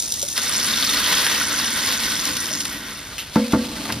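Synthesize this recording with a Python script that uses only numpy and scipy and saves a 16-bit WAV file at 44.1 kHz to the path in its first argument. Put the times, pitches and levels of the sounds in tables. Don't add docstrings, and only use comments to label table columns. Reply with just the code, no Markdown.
import sys
import numpy as np
from scipy import signal
from scipy.fft import rfft, irfft
from scipy.io import wavfile

SR = 44100
rng = np.random.default_rng(int(sys.argv[2]) if len(sys.argv) > 2 else 0)


def to_wav(sig):
    pcm = np.clip(np.atleast_2d(sig), -1, 1) * 32767
    pcm = np.round(pcm).astype(np.int16)
    wavfile.write(sys.argv[1], SR, pcm.T)


N = 176400

# (frequency [Hz], relative level [dB])
TRICKLE_SPECTRUM = [(100, -20), (600, -1), (1900, -1.5), (4400, 1.5), (6500, -4.5), (9500, -4.5),
                    (11200, -13), (15500, -11)]
GUSH_SPECTRUM = [(500, -44), (1500, -12.5), (2400, -5.5), (3550, 0), (4500, -0.5), (6000, -6.5),
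                 (11000, -12)]
DRAIN_SPECTRUM = [(100, -51.5), (480, -2), (750, -9), (1050, 1.5), (1500, -2.5), (1950, 3), (2400, -3.5),
                  (3300, -2.5), (6000, -18)]
SPRAY_SPECTRUM = [(2500, -27), (4300, -3), (5600, 7), (8000, -7.5), (9800, 3), (11200, -23), (15500, -33)]
# (time [s], ring [dB], push length [s], clack [dB], tick [dB])
TUB_CONTACTS = [(3.356, -13.5, 0.00015, -18, -22.5), (3.522, -42, .004, -40, -19),
                (3.53, -10, 0.00052, -20.5, -41), (3.853, -38, 0.0026, -33, -22.5),
                (3.893, -24, 0.0035, -34, -27), (3.923, -34, 0.0053, -46, -16)]


def undb(db):
    return 10 ** (np.asarray(db) / 20)


def unit(x):
    return x / np.sqrt(np.mean(x ** 2))


def clock():
    return np.arange(N) / SR


def fader(table, column=1):
    rows = np.array(table)
    return undb(np.interp(clock(), rows[:, 0], rows[:, column]))


def add(out, start, x):
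    i = int(np.clip(start * SR, 0, N - 1))
    out[i:i + len(x)] += x[:N - i]


def colour(x, spectrum, size=4096):
    hz, db = np.array(spectrum).T
    bin_hz = np.arange(size + 1) * SR / (2 * size)
    gain = unit(undb(np.interp(np.log(bin_hz + 1), np.log(hz), db)))
    cepstrum = irfft(np.log(gain))
    cepstrum[1:size] *= 2
    cepstrum[size + 1:] = 0
    response = irfft(np.exp(rfft(cepstrum)))[None, :size]
    return signal.oaconvolve(np.atleast_2d(x), response, axes=1)[:, :N]


def wander(rate):
    return unit(np.interp(clock() * rate, np.arange(8192), rng.standard_normal(8192)))


def impacts(rate, spread_db):
    chance, size = rng.random(N), rng.standard_normal(N)
    return unit((chance < rate / SR) * rng.choice([-1, 1], N) * undb(spread_db * np.clip(size, -2, 2)))


def patter(rate, spread_db, decay_s):
    energy = signal.lfilter([1], [1, -np.exp(-2 / (decay_s * SR))], impacts(rate, spread_db) ** 2)
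    return unit(np.sqrt(energy) * rng.standard_normal(N))


def scatter(x):
    return x * (1 + .33 * rng.standard_normal(N) * np.array([[1], [-1]]))


def bursts(times, levels_db, decay_s, spectrum):
    envelope, age = np.zeros(N), clock()[:SR // 2]
    for start, db in zip(times, levels_db):
        add(envelope, start, undb(db) * np.exp(-age / decay_s) * (1 - np.exp(-20 * age / decay_s)))
    return colour(rng.standard_normal(N) * envelope, spectrum)


def bubble(hz, cycles, glide):
    samples = cycles * SR / hz
    age = np.arange(int(samples)) / samples
    return np.sin(2 * np.pi * cycles * (age + glide * age ** 2 / 2)) * np.exp(-np.log(100) * age)


def bubbles(low_hz, high_hz, cycles, spread_db, count):
    out = np.zeros(N)
    for (when, pitch, life), loud in zip(rng.random((count, 3)), rng.standard_normal(count)):
        tone = bubble(low_hz * (high_hz / low_hz) ** pitch, cycles * (.5 + life), glide=0.079)
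        add(out, when * N / SR, undb(spread_db * min(loud, np.sqrt(2))) * tone)
    return unit(out)


def basin(force, off_centre=False):
    # (frequency [Hz], struck off centre [dB], struck flat [dB], t60 [s])
    modes = [(81, -25, -15, 0.35), (127, -13, -4, 0.11), (185, 6.5, 1.5, 0.073), (217.5, 6.5, -0.5, 0.27),
             (231.8, -2.5, -5, 0.62), (264, -3, -5, 0.43), (289.3, 8, 5.5, 0.099), (360, -12, -8, 0.15),
             (489, -5.5, -11.5, 0.44), (538, -10, -16, 0.47), (631, -9, -7.5, 0.1), (886, -5, -7, 0.11),
             (1141, -25, -7.5, 0.079), (1340, -9.5, -22, .11)]
    t, ring, rise_cycles = clock()[:SR // 2], 0, 0.44
    for hz, off_centre_db, flat_db, t60 in modes:
        envelope = (1 - np.exp(-hz * t / rise_cycles)) * np.exp(-np.log(1000) * t / t60)
        ring += undb(off_centre_db if off_centre else flat_db) * np.sin(2 * np.pi * hz * t) * envelope
    return signal.oaconvolve(force, ring)[:N]


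def room_tone():
    spectrum = [(20, -18), (52, -4.5), (160, -9), (400, -17.5), (15000, -94)]
    return undb(-44) * colour(rng.standard_normal(N), spectrum)


def tap_on_steel():
    # (time [s], relative level [dB])
    spits = [(0.0004, -5), (0.0226, -8.5), (0.041, -13), (0.0638, -12), (0.0905, -16), (0.1213, -3.5),
             (0.1395, -8), (0.195, -10.5), (0.2162, -9.5), (0.227, -5.5), (0.2856, -9), (0.31, -18),
             (0.3283, -12)]
    # (frequency [Hz], relative level [dB])
    spectrum = [(100, -36), (500, -17), (1100, -41), (2700, -20), (3700, -2), (4300, -6.5), (5600, 1.5),
                (7900, -2), (9800, -2), (11200, -15), (15500, -9.5)]
    times, spit_db = np.array(spits).T
    drops = patter(rate=720, spread_db=2.5, decay_s=0.0013)
    fade = np.clip((0.69 - clock()) / 0.26, 0, 1)
    spatter = undb(-29.5) * colour(scatter(drops), spectrum) + undb(-50) * unit(basin(drops))
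    return fade * spatter + bursts(times, spit_db - 7, 0.0033, spectrum)


def tap_trickle():
    # (time [s], level [dB])
    levels = [(.3, -39.5), (2.7, -41), (3.22, -37.5), (3.28, -41), (3.36, -33), (3.68, -34), (3.77, -31.5),
              (4.0, -32.5)]
    drops = undb(1.1 * wander(60)) * impacts(rate=2000, spread_db=0.5)
    trickle = colour(scatter(drops), TRICKLE_SPECTRUM)
    trickle += undb(-10.5) * bubbles(1408, 5690, cycles=110, spread_db=15, count=900)
    resting = np.clip((clock() - TUB_CONTACTS[2][0]) / 0.051, 0, 1)
    drum = undb(-33) * unit(basin(impacts(rate=300, spread_db=3)))
    return trickle * fader(levels) + resting * drum


def gulps():
    # (time [s], starting pitch [Hz], level [dB])
    pockets = [(0.231, 550, -23), (1.262, 1530, -16), (1.414, 1416, -13.5), (2.51, 600, -29)]
    out = np.zeros(N)
    for start, hz, db in pockets:
        add(out, start, undb(db) * bubble(hz, cycles=29, glide=0.18))
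    return out


def pour():
    # (time [s], drumming [dB], runoff [dB], gush [dB], fine spray [dB])
    flow = [(.39, -41, -32.5, -26, -33.5), (.58, -35.5, -31, -27, -27.5), (.8, -35.5, -29.5, -22.5, -30.5),
            (1.15, -35, -26, -23, -29.5), (1.38, -36.5, -29, -27.5, -29.5), (1.72, -34.5, -29, -27.5, -31),
            (1.95, -36.5, -31, -25.5, -31.5), (2.4, -32.5, -33, -31, -32.5), (2.62, -37, -38.5, -39.5, -33),
            (2.76, -35.5, -36.5, -38, -43.5), (3.12, -48, -42, -50, -47.5)]
    start_s, rise_s, stop_s, fall_s = 0.34, 0.035, 3.104, 0.3
    gate = np.clip((clock() - start_s) / rise_s, 0, 1) * np.clip(1 - (clock() - stop_s) / fall_s, 0, 1)
    surge = unit(undb(1.78 * wander(34.85) + 0.95 * wander(220)))
    gush = undb(-0.5) * colour(scatter(surge * impacts(rate=5000, spread_db=3)), GUSH_SPECTRUM)
    gush += undb(-6) * bubbles(2955, 5035, cycles=25, spread_db=9, count=1000)
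    spray = colour(scatter(patter(rate=900, spread_db=5, decay_s=.0006)), SPRAY_SPECTRUM)
    spray += undb(2.5) * bubbles(4850, 10240, cycles=24, spread_db=2, count=900)
    runoff = colour(scatter(surge * impacts(rate=2200, spread_db=3)), DRAIN_SPECTRUM)
    runoff += undb(-9) * bubbles(1155, 2306, cycles=66, spread_db=8, count=420) + gurgle()
    drops = surge * impacts(rate=1000, spread_db=-0.5)
    thuds = colour(drops, [(40, -15), (100, -7.5), (200, -2.5), (290, 7),
                           (400, -21), (900, -13.5), (3000, -9)])
    drum = undb(1) * unit(unit(basin(drops)) + undb(3) * thuds)
    return gate * (drum * fader(flow, 1) + runoff * fader(flow, 2)
                   + gush * fader(flow, 3) + spray * fader(flow, 4))


def gurgle():
    # (frequency [Hz], relative level [dB])
    resonances = [(1369, -16.5), (1500, -8), (1623, -12), (1895, -11), (2127, -16.5), (2225, -20),
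                  (3640, -9.5)]
    t, out, t60 = clock()[:SR // 4], 0, .08
    for hz, db in resonances:
        ring = np.sin(2 * np.pi * hz * t) * np.exp(-np.log(1000) * t / t60)
        churn = undb(2 * wander(15)) * rng.standard_normal(N)
        out += undb(db) * unit(signal.oaconvolve(churn, ring)[:N])
    return out


def seed_clumps():
    # (time [s], relative treble level [dB], midrange level [dB])
    landings = [(.367, -17, -27.5), (0.377, -8, -20), (0.847, -9.5, -46), (1.124, -9, -16.5),
                (1.265, -17, -15), (2.253, -11.5, -49), (2.368, -10.5, -48), (2.605, -12, -42),
                (2.652, -14, -24)]
    times, treble_db, mid_db = np.array(landings).T
    hit = bursts(times, treble_db - 8, 0.0067, GUSH_SPECTRUM)
    slap = bursts(times, mid_db, 0.0081, DRAIN_SPECTRUM)
    splash = bursts(times, treble_db - 6, 0.0035, SPRAY_SPECTRUM)
    return hit + slap + splash


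def tap_on_rim():
    # (frequency [Hz], relative level [dB])
    spectrum = [(500, -24), (2900, 4), (4200, -3.5), (15000, -12)]
    crossing_s = 3.182
    splash = bursts([crossing_s], [-23.5], 0.032, spectrum)
    tick = bursts([crossing_s], [-11], 0.00027, spectrum)
    return splash + tick


def tub_set_down():
    # (time [s], level [dB])
    skids = [(3.890, -25), (3.901, -21)]
    # (frequency [Hz], relative level [dB])
    scrape_spectrum = [(400, -10), (1850, -2), (2700, -10), (9000, -38)]
    clack_spectrum = [(150, -3), (700, 1), (1150, 1.5), (2100, -6), (3000, -29), (15000, -38)]
    times, ring_db, push_s, clack_db, tick_db = np.array(TUB_CONTACTS).T
    edge, flat = np.zeros((2, N))
    t, ring_lag_s = clock()[:SR // 4], 0.00398
    for start, db, length in zip(times, ring_db, push_s):
        push = np.sin(np.pi * np.minimum(t / length, 1))
        add(edge if start == times[0] else flat, start + ring_lag_s, undb(db) * push / push.sum())
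    shove_thud = bursts([times[4]], [-30], 0.096, [(40, -34), (100, 12), (1500, -68)])
    boom = basin(edge, off_centre=True) + basin(flat) + shove_thud
    scrape = bursts(*np.array(skids).T, 0.0071, scrape_spectrum)
    clacks = bursts(times, clack_db, 0.022, clack_spectrum)
    ticks = bursts(times, tick_db, 0.0054, TRICKLE_SPECTRUM)
    return boom + scrape + clacks + ticks


def microphone_ports(sound):
    # (frequency [Hz], phase lead [rad])
    port_phase = [(0, 0), (3900, -.1), (6000, -1.6), (7900, -3.14), (11100, -6.2), (12400, -6.35),
                  (15000, -9.4)]
    lead = np.interp(np.arange(N + 1) * SR / (2 * N), *np.array(port_phase).T)
    return irfft(rfft(sound, 2 * N) * np.exp(1j * np.array([lead, -lead]) / 2))[:, :N]


def reflections(t60, apart_hz):
    t = clock()[:SR // 2]
    mid, side = rng.standard_normal((2, len(t))) * np.exp(-np.log(1000) * t / t60) * (t > .001)
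    side = signal.sosfilt(signal.butter(1, apart_hz, "high", fs=SR, output="sos"), side)
    pair = signal.sosfilt(signal.butter(2, 450, "high", fs=SR, output="sos"), [mid + side, mid - side])
    return unit(pair) / np.sqrt(len(t))


def scene():
    sources = (pour() + seed_clumps() + gulps()
               + tap_on_steel() + tap_on_rim() + tap_trickle() + tub_set_down())
    direct = microphone_ports(sources)
    basin_walls = undb(-12) * reflections(t60=0.13, apart_hz=970)
    kitchen = undb(-17) * reflections(t60=0.11, apart_hz=600)
    return direct + signal.fftconvolve(direct, basin_walls + kitchen, axes=1)[:, :N] + room_tone()


def record(dry):
    rounded = np.tanh(signal.sosfilt(signal.butter(2, 30, "high", fs=SR, output="sos"), dry))
    return signal.sosfilt(signal.ellip(10, .2, 80, 15200, fs=SR, output="sos"), rounded)


dry = scene()
out = record(dry)
to_wav(out)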